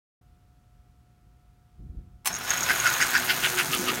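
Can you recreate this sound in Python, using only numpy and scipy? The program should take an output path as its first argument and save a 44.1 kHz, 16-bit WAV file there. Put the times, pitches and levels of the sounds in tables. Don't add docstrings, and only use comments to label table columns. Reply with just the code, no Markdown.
import sys
import numpy as np
from scipy import signal
from scipy.fft import rfft, irfft
from scipy.io import wavfile
from scipy.ndimage import uniform_filter1d

SR = 44100
rng = np.random.default_rng(int(sys.argv[2]) if len(sys.argv) > 2 else 0)


def dump_mix(stems):
    frames = np.atleast_2d(stems).T
    limited = np.clip(frames, -1, 1)
    pcm = np.round(limited * 32767).astype(np.int16)
    wavfile.write(sys.argv[1], SR, pcm)


N = 176400

START_S, START_FADE_S = 0.211, 0.0031
RUN_S, RUN_ATTACK_S = 2.272, 0.026
ROOM_DB, HUM_DB = -69.5, -1.5
RELAY_DECAY_S, RELAY_RING_DB = 0.0062, -6
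THROB_HZ = 120
CRACKLE_DB = -3
BODY_DB, CHUFF_BODY_DB = -1, -6
BODY_WIDTH_HZ = 20
MOTOR_FULL_S, MOTOR_GROWTH_DB_PER_S = 3.35, 10
SING_S, SING_WIDTH_S, SING_HZ, SING_DB = 2.55, 0.15, 5400, -45
JINGLE_S, JINGLE_WIDTH_S, JINGLE_DB = 2.88, 0.3, -38.5
PING_SCATTER_DB = 4
CHUFF_RISE_S, CHUFF_FALL_S, CHUFF_SHAPE = 0.018, 0.02, 1.7
TONE_WIDTH_HZ = 130
RASP_HZ, RASP_DEPTH_DB = 160, 10
BEND_S, BEND_WIDTH_S, BEND_DB, BEND_HZ = 3.86, 0.14, -38, 283
THUMP_T60_S = 0.1
ROOM_T60_S, ECHO_DB = 0.2, -17
TOP_HZ = 15900


def undb(db):
    return 10 ** (np.asarray(db) / 20)


def unit(x):
    return x / np.sqrt(np.mean(x ** 2))


def noise():
    return rng.standard_normal(N)


def walk(rate):
    step = int(SR / rate)
    stairs = np.repeat(rng.standard_normal(N // step + 1), step)
    return unit(uniform_filter1d(stairs, step))[:N]


def curve(t, rows, axis=1):
    rows = np.array(rows)
    return undb(np.interp(t, rows[:, 0], rows[:, axis]))


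def swell(t, s, width):
    return np.exp(-.5 * ((t - s) / width) ** 2)


def colour(x, points):
    f = np.fft.rfftfreq(N, 1 / SR) + 1
    p = np.array(points)
    low_skirt = np.minimum(f / p[0, 0], 1) ** 7
    high_skirt = np.minimum(p[-1, 0] / f, 1) ** 4
    shape = undb(np.interp(np.log(f), np.log(p[:, 0]), p[:, 1]))
    return unit(irfft(rfft(x) * low_skirt * high_skirt * shape, N))


def band(x, hz, width):
    return signal.lfilter(*signal.iirpeak(min(hz, SR * .45), hz / width, fs=SR), x)


def double_band(x, hz, width):
    return unit(band(band(x, hz, width), hz, width))


def ring(age, modes):
    return sum(undb(db) * np.sin(2 * np.pi * hz * age) * np.exp(-np.log(1000) * age / t60)
               for hz, db, t60 in modes)


def clicks(rate, spread_db):
    hits = rng.random(N) < rate / SR
    sign = rng.choice([-1, 1], N)
    size = undb(spread_db * np.clip(noise(), -2, 2))
    return unit(hits * sign * size)


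def shell(x):
    body_hz = [1454, 2169, 2594, 2863, 3065, 3301, 3461, 3908, 4624]
    return sum(band(x, hz, BODY_WIDTH_HZ) * undb(3 * walk(12)) for hz in body_hz)


def background(t):
    # [f/Hz, level/dB]
    hum_tones = [(120, -65), (720, -72.5), (1200, -86), (1319, -80.5), (1439, -84)]
    # [f/Hz, relative level/dB]
    room_spectrum = [(52, -11), (75, -12.5), (100, -7), (135, -3.5), (170, -24), (267, -14.5), (600, -20.5),
                     (1400, -24), (4000, -30.5), (15500, -37)]
    rumble_spectrum = [(46, 5), (62, 4), (110, -5), (175, -10), (330, -22)]
    # [t/s, level/dB]
    rumble_level = [(1.765, -58), (1.8, -40.5), (1.9, -41.5), (1.99, -39.5), (2.05, -48), (2.15, -51),
                    (2.24, -56)]
    hum = sum(undb(db) * np.sqrt(2) * np.sin(2 * np.pi * (hz * t + rng.random())) for hz, db in hum_tones)
    air = undb(ROOM_DB) * colour(noise(), room_spectrum)
    rumble = curve(t, rumble_level) * colour(noise(), rumble_spectrum)
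    return air + undb(HUM_DB) * hum + rumble


def thumps(t):
    # [t/s, level/dB, f/Hz]
    bumps = [(1.895, -27.5, 57.6), (1.967, -32, 48), (2.301, -36, 181), (2.325, -41, 70), (2.498, -37, 62),
             (2.671, -36, 95), (3.684, -31.5, 158), (3.786, -27, 201), (3.791, -31, 355)]
    out = np.zeros(N)
    for s, db, hz in bumps:
        age = np.maximum(t - s, 0)
        out += ring(age, [(hz, db, THUMP_T60_S)]) * 2 * (1 - np.exp(-age / 0.01))
    return out


def relay(t):
    # [t/s, level/dB, chatter held before the decay/s]
    blows = [(2.247, -45, 0.0064), (2.2569, -25, 0.0082), (2.2721, -19, 0.0011)]
    # [f/Hz, relative level/dB]
    blow_spectrum = [(180, -45), (300, -41), (571, -34), (849, -2.5), (2040, -9), (2520, -3), (3810, -13.5),
                     (4210, -8.5), (4490, -12.5), (8840, -6), (15500, -10.5)]
    # [f/Hz, relative level/dB, t60/s]
    frame_modes = [(790, -4, .09), (870, -2, 0.065), (2240, -2, .06), (4269, -2, 0.14), (5390, 10, 0.11),
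                   (6174, 12, 0.072), (9049, 4, 0.058), (11300, 3, 0.07), (13850, 2, .1)]
    push = sum(undb(db) * (t >= s) * np.exp(-np.maximum(t - s - hold, 0) / RELAY_DECAY_S)
               for s, db, hold in blows)
    crack = push * colour(noise(), blow_spectrum)
    frame = signal.fftconvolve(crack, ring(t, frame_modes))[:N]
    return crack + undb(RELAY_RING_DB) * unit(frame) * np.std(crack)


def running_gear(t):
    # [f/Hz, relative level/dB]
    gear_spectrum = [(290, -52), (500, -11), (769, -1.5), (1100, 2.5), (1600, 5), (1850, 2), (2650, -1),
                     (2930, -4), (3960, -2.5), (4910, -11), (6000, -12), (6550, -8), (7560, -15),
                     (9510, -13.5), (10500, -18.5), (12100, -13), (15500, -17.5)]
    roll_spectrum = [(42, -16), (58, -10), (90, -2), (135, 4.5), (210, -3), (400, -1), (550, -6.5),
                     (700, 2.5)]
    # [t/s, wheel rumble level/dB, gear rattle level/dB, pickup hiss level/dB]
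    running_levels = [(2.29, -44, -38.5, -44), (2.39, -46, -39.5, -43.5), (2.46, -43.5, -36.5, -41),
                      (2.51, -45, -28, -38.5), (2.6, -40, -33.5, -36), (2.8, -41, -29.5, -33.5),
                      (3.1, -42.5, -31, -32.5), (3.3, -42.5, -32.5, -32), (3.55, -39, -32.5, -33.5),
                      (3.72, -44.5, -35.5, -34.5), (3.82, -47, -34, -34), (3.97, -40, -34.5, -37)]
    throb = 1 + .15 * np.cos(2 * np.pi * THROB_HZ * t)

    teeth = colour(clicks(rate=1500, spread_db=1.5) * throb * undb(0.64 * walk(60)), gear_spectrum)
    teeth = signal.sosfilt(signal.butter(4, 4200, fs=SR, output="sos"), teeth)
    rattle = unit(teeth + undb(BODY_DB) * shell(teeth))

    sparks = signal.fftconvolve(clicks(rate=220, spread_db=2) ** 2, np.exp(-t / .0007))[:N]
    crackle = np.sqrt(1 + undb(CRACKLE_DB) * np.abs(sparks) / sparks.mean())
    scrape = colour(noise() * crackle * throb, gear_spectrum)
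    shifting = sum(walk(14) * band(scrape, hz, 1500) for hz in np.linspace(6000, 15000, 6))
    keep_treble = signal.butter(6, 4900, "high", fs=SR, output="sos")
    hiss = unit(signal.sosfilt(keep_treble, scrape + .2 * shifting))

    wheels = colour(noise() * undb(1.45 * walk(35)), roll_spectrum)
    layers = [wheels, rattle, hiss]
    return sum(curve(t, running_levels, axis=k) * layer for k, layer in enumerate(layers, start=1))


def motor(t):
    # [f/Hz, level/dB]
    motor_tones = [(122, -51), (252, -48), (368, -45.5), (490, -56), (787, -53), (861, -52)]
    tones = np.zeros(N)
    for hz, db in motor_tones:
        level = undb(db + 4 * walk(22))
        pitch = hz * (1 + 0.013 * walk(25))
        tones += level * np.sin(2 * np.pi * np.cumsum(pitch) / SR)
    return tones * undb(MOTOR_GROWTH_DB_PER_S * np.minimum(t - MOTOR_FULL_S, 0))


def singing(t):
    taps = clicks(rate=400, spread_db=2)
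    return undb(SING_DB) * double_band(taps, SING_HZ, 450) * swell(t, SING_S, SING_WIDTH_S)


def jingle(t):
    taps = clicks(rate=240, spread_db=3)
    chatter = unit(band(band(taps, 6560, 600), 6600, 600))
    return undb(JINGLE_DB) * chatter * swell(t, JINGLE_S, JINGLE_WIDTH_S)


def pings(t):
    # [t/s, level/dB]
    taps = [(2.3286, -23), (2.341, -22.5), (2.351, -22), (2.3565, -23), (2.365, -22.5), (2.4965, -21),
            (2.505, -11.5), (2.5374, -18.5), (2.577, -19), (2.6073, -17.5), (2.631, -17), (2.635, -17),
            (2.7556, -24), (2.765, -25), (2.8002, -15.5), (2.8737, -14.5), (2.9393, -17), (3.0161, -20.5),
            (3.025, -16), (3.172, -30), (3.201, -28), (3.5868, -22)]
    # [f/Hz, relative level/dB, t60/s]
    ping_modes = [(6536, 0.5, 0.037), (6630, -1.5, 0.035), (5680, -15, 0.065)]
    out, age = np.zeros(N), t[:SR // 20]
    onset = 1 - np.exp(-age / 0.0001)
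    for s, db in taps:
        modes = [(hz * (1 + 0.0049 * rng.standard_normal()),
                  level + PING_SCATTER_DB * rng.standard_normal(), t60) for hz, level, t60 in ping_modes]
        tone = ring(age, modes)
        tone /= np.abs(tone).max()
        tick = rng.standard_normal(len(age)) * np.exp(-age / 0.0021)
        buzz = undb(-2.5) * band(tick, 6300, 1250)
        i = int(s * SR)
        out[i:i + len(age)] += undb(db) * (tone + buzz + undb(-15) * tick) * onset
    return out


def ticks(t):
    # [t/s, level/dB, resonance f/Hz]
    bursts = [(2.387, -31, 12000), (2.411, -27, 1390), (2.663, -20.5, 2180), (2.706, -19.5, 1540),
              (3.008, -17.5, 1590), (3.026, -17.5, 1650), (3.1527, -13.5, 1660), (3.749, -20, 9700)]
    out = np.zeros(N)
    for s, db, hz in bursts:
        body = unit(band(band(noise(), hz, hz * 0.67), hz, hz * 0.68))
        out += undb(db) * (t >= s) * np.exp(-np.abs(t - s) / 0.0019) * body
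    return out


def chuffs(t):
    # [peak t/s, chamber tone f/Hz, tone level/dB,
    #          low level/dB, middle level/dB, upper level/dB, hiss level/dB]
    strokes = [(2.705, 1553, -23, -25, -50, -32.5, -38), (2.868, 1455, -22, -26.5, -40, -31.5, -39),
               (3.019, 1497, -26.5, -22.5, -40, -30, -43), (3.159, 1562, -22.5, -21.5, -39, -27, -44),
               (3.305, 1500, -27, -24.5, -27, -30, -39), (3.45, 1510, -29, -28.5, -23, -47, -35),
               (3.596, 1404, -30, -25.5, -26.5, -36, -33), (3.743, 1261, -31.5, -36, -26, -40, -33.5),
               (3.89, 1267, -28, -35, -25, -39.5, -51)]
    # [f/Hz, width of each pass/Hz]
    air_bands = [(1780, 890), (2950, 1350), (4950, 1330), (10500, 9100)]
    cycle = np.cumsum(RASP_HZ * (1 + .3 * walk(RASP_HZ))) / SR % 1
    flutter = undb(-RASP_DEPTH_DB * cycle)
    grit = (clicks(rate=1800, spread_db=2) + .5 * noise()) * flutter
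    air = [double_band(grit, hz, width) for hz, width in air_bands]
    out = np.zeros(N)
    for s, hz, tone_db, *band_db in strokes:
        side_s = np.where(t < s, CHUFF_RISE_S, CHUFF_FALL_S)
        stroke = np.exp(-np.abs((t - s) / side_s) ** CHUFF_SHAPE)
        pitch = hz + .5 * TONE_WIDTH_HZ * walk(300)
        tone = flutter * np.sin(2 * np.pi * np.cumsum(pitch) / SR)
        tone = unit(band(tone, hz, hz / 2))
        puff = sum((-1) ** k * undb(db) * air[k] for k, db in enumerate(band_db))
        out += stroke * (undb(tone_db) * tone + puff)
    cut_bass = signal.butter(4, 1000, "high", fs=SR, output="sos")
    return signal.sosfilt(cut_bass, out + undb(CHUFF_BODY_DB) * shell(out))


def bend(t):
    drum = double_band(clicks(rate=300, spread_db=4), BEND_HZ, 270)
    return undb(BEND_DB) * drum * swell(t, BEND_S, BEND_WIDTH_S)


def scene():
    t = np.arange(N) / SR
    power = np.clip((t - RUN_S) / RUN_ATTACK_S, 0, 1)
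    running = power * (running_gear(t) + motor(t) + singing(t) + jingle(t))
    train = thumps(t) + relay(t) + running + pings(t) + ticks(t) + chuffs(t) + bend(t)
    tail = band(noise(), 1100, 5200) * np.exp(-np.log(1000) * t / ROOM_T60_S) * (t > .004)
    echo = signal.fftconvolve(train, tail / np.linalg.norm(tail))[:N]
    fade_in = np.clip((t - START_S) / START_FADE_S, 0, 1)
    return ((train + undb(ECHO_DB) * echo + background(t)) * fade_in)[None]


def record(dry):
    return signal.sosfilt(signal.ellip(10, .2, 70, TOP_HZ, fs=SR, output="sos"), dry)


dry = scene()
out = record(dry)
dump_mix(out)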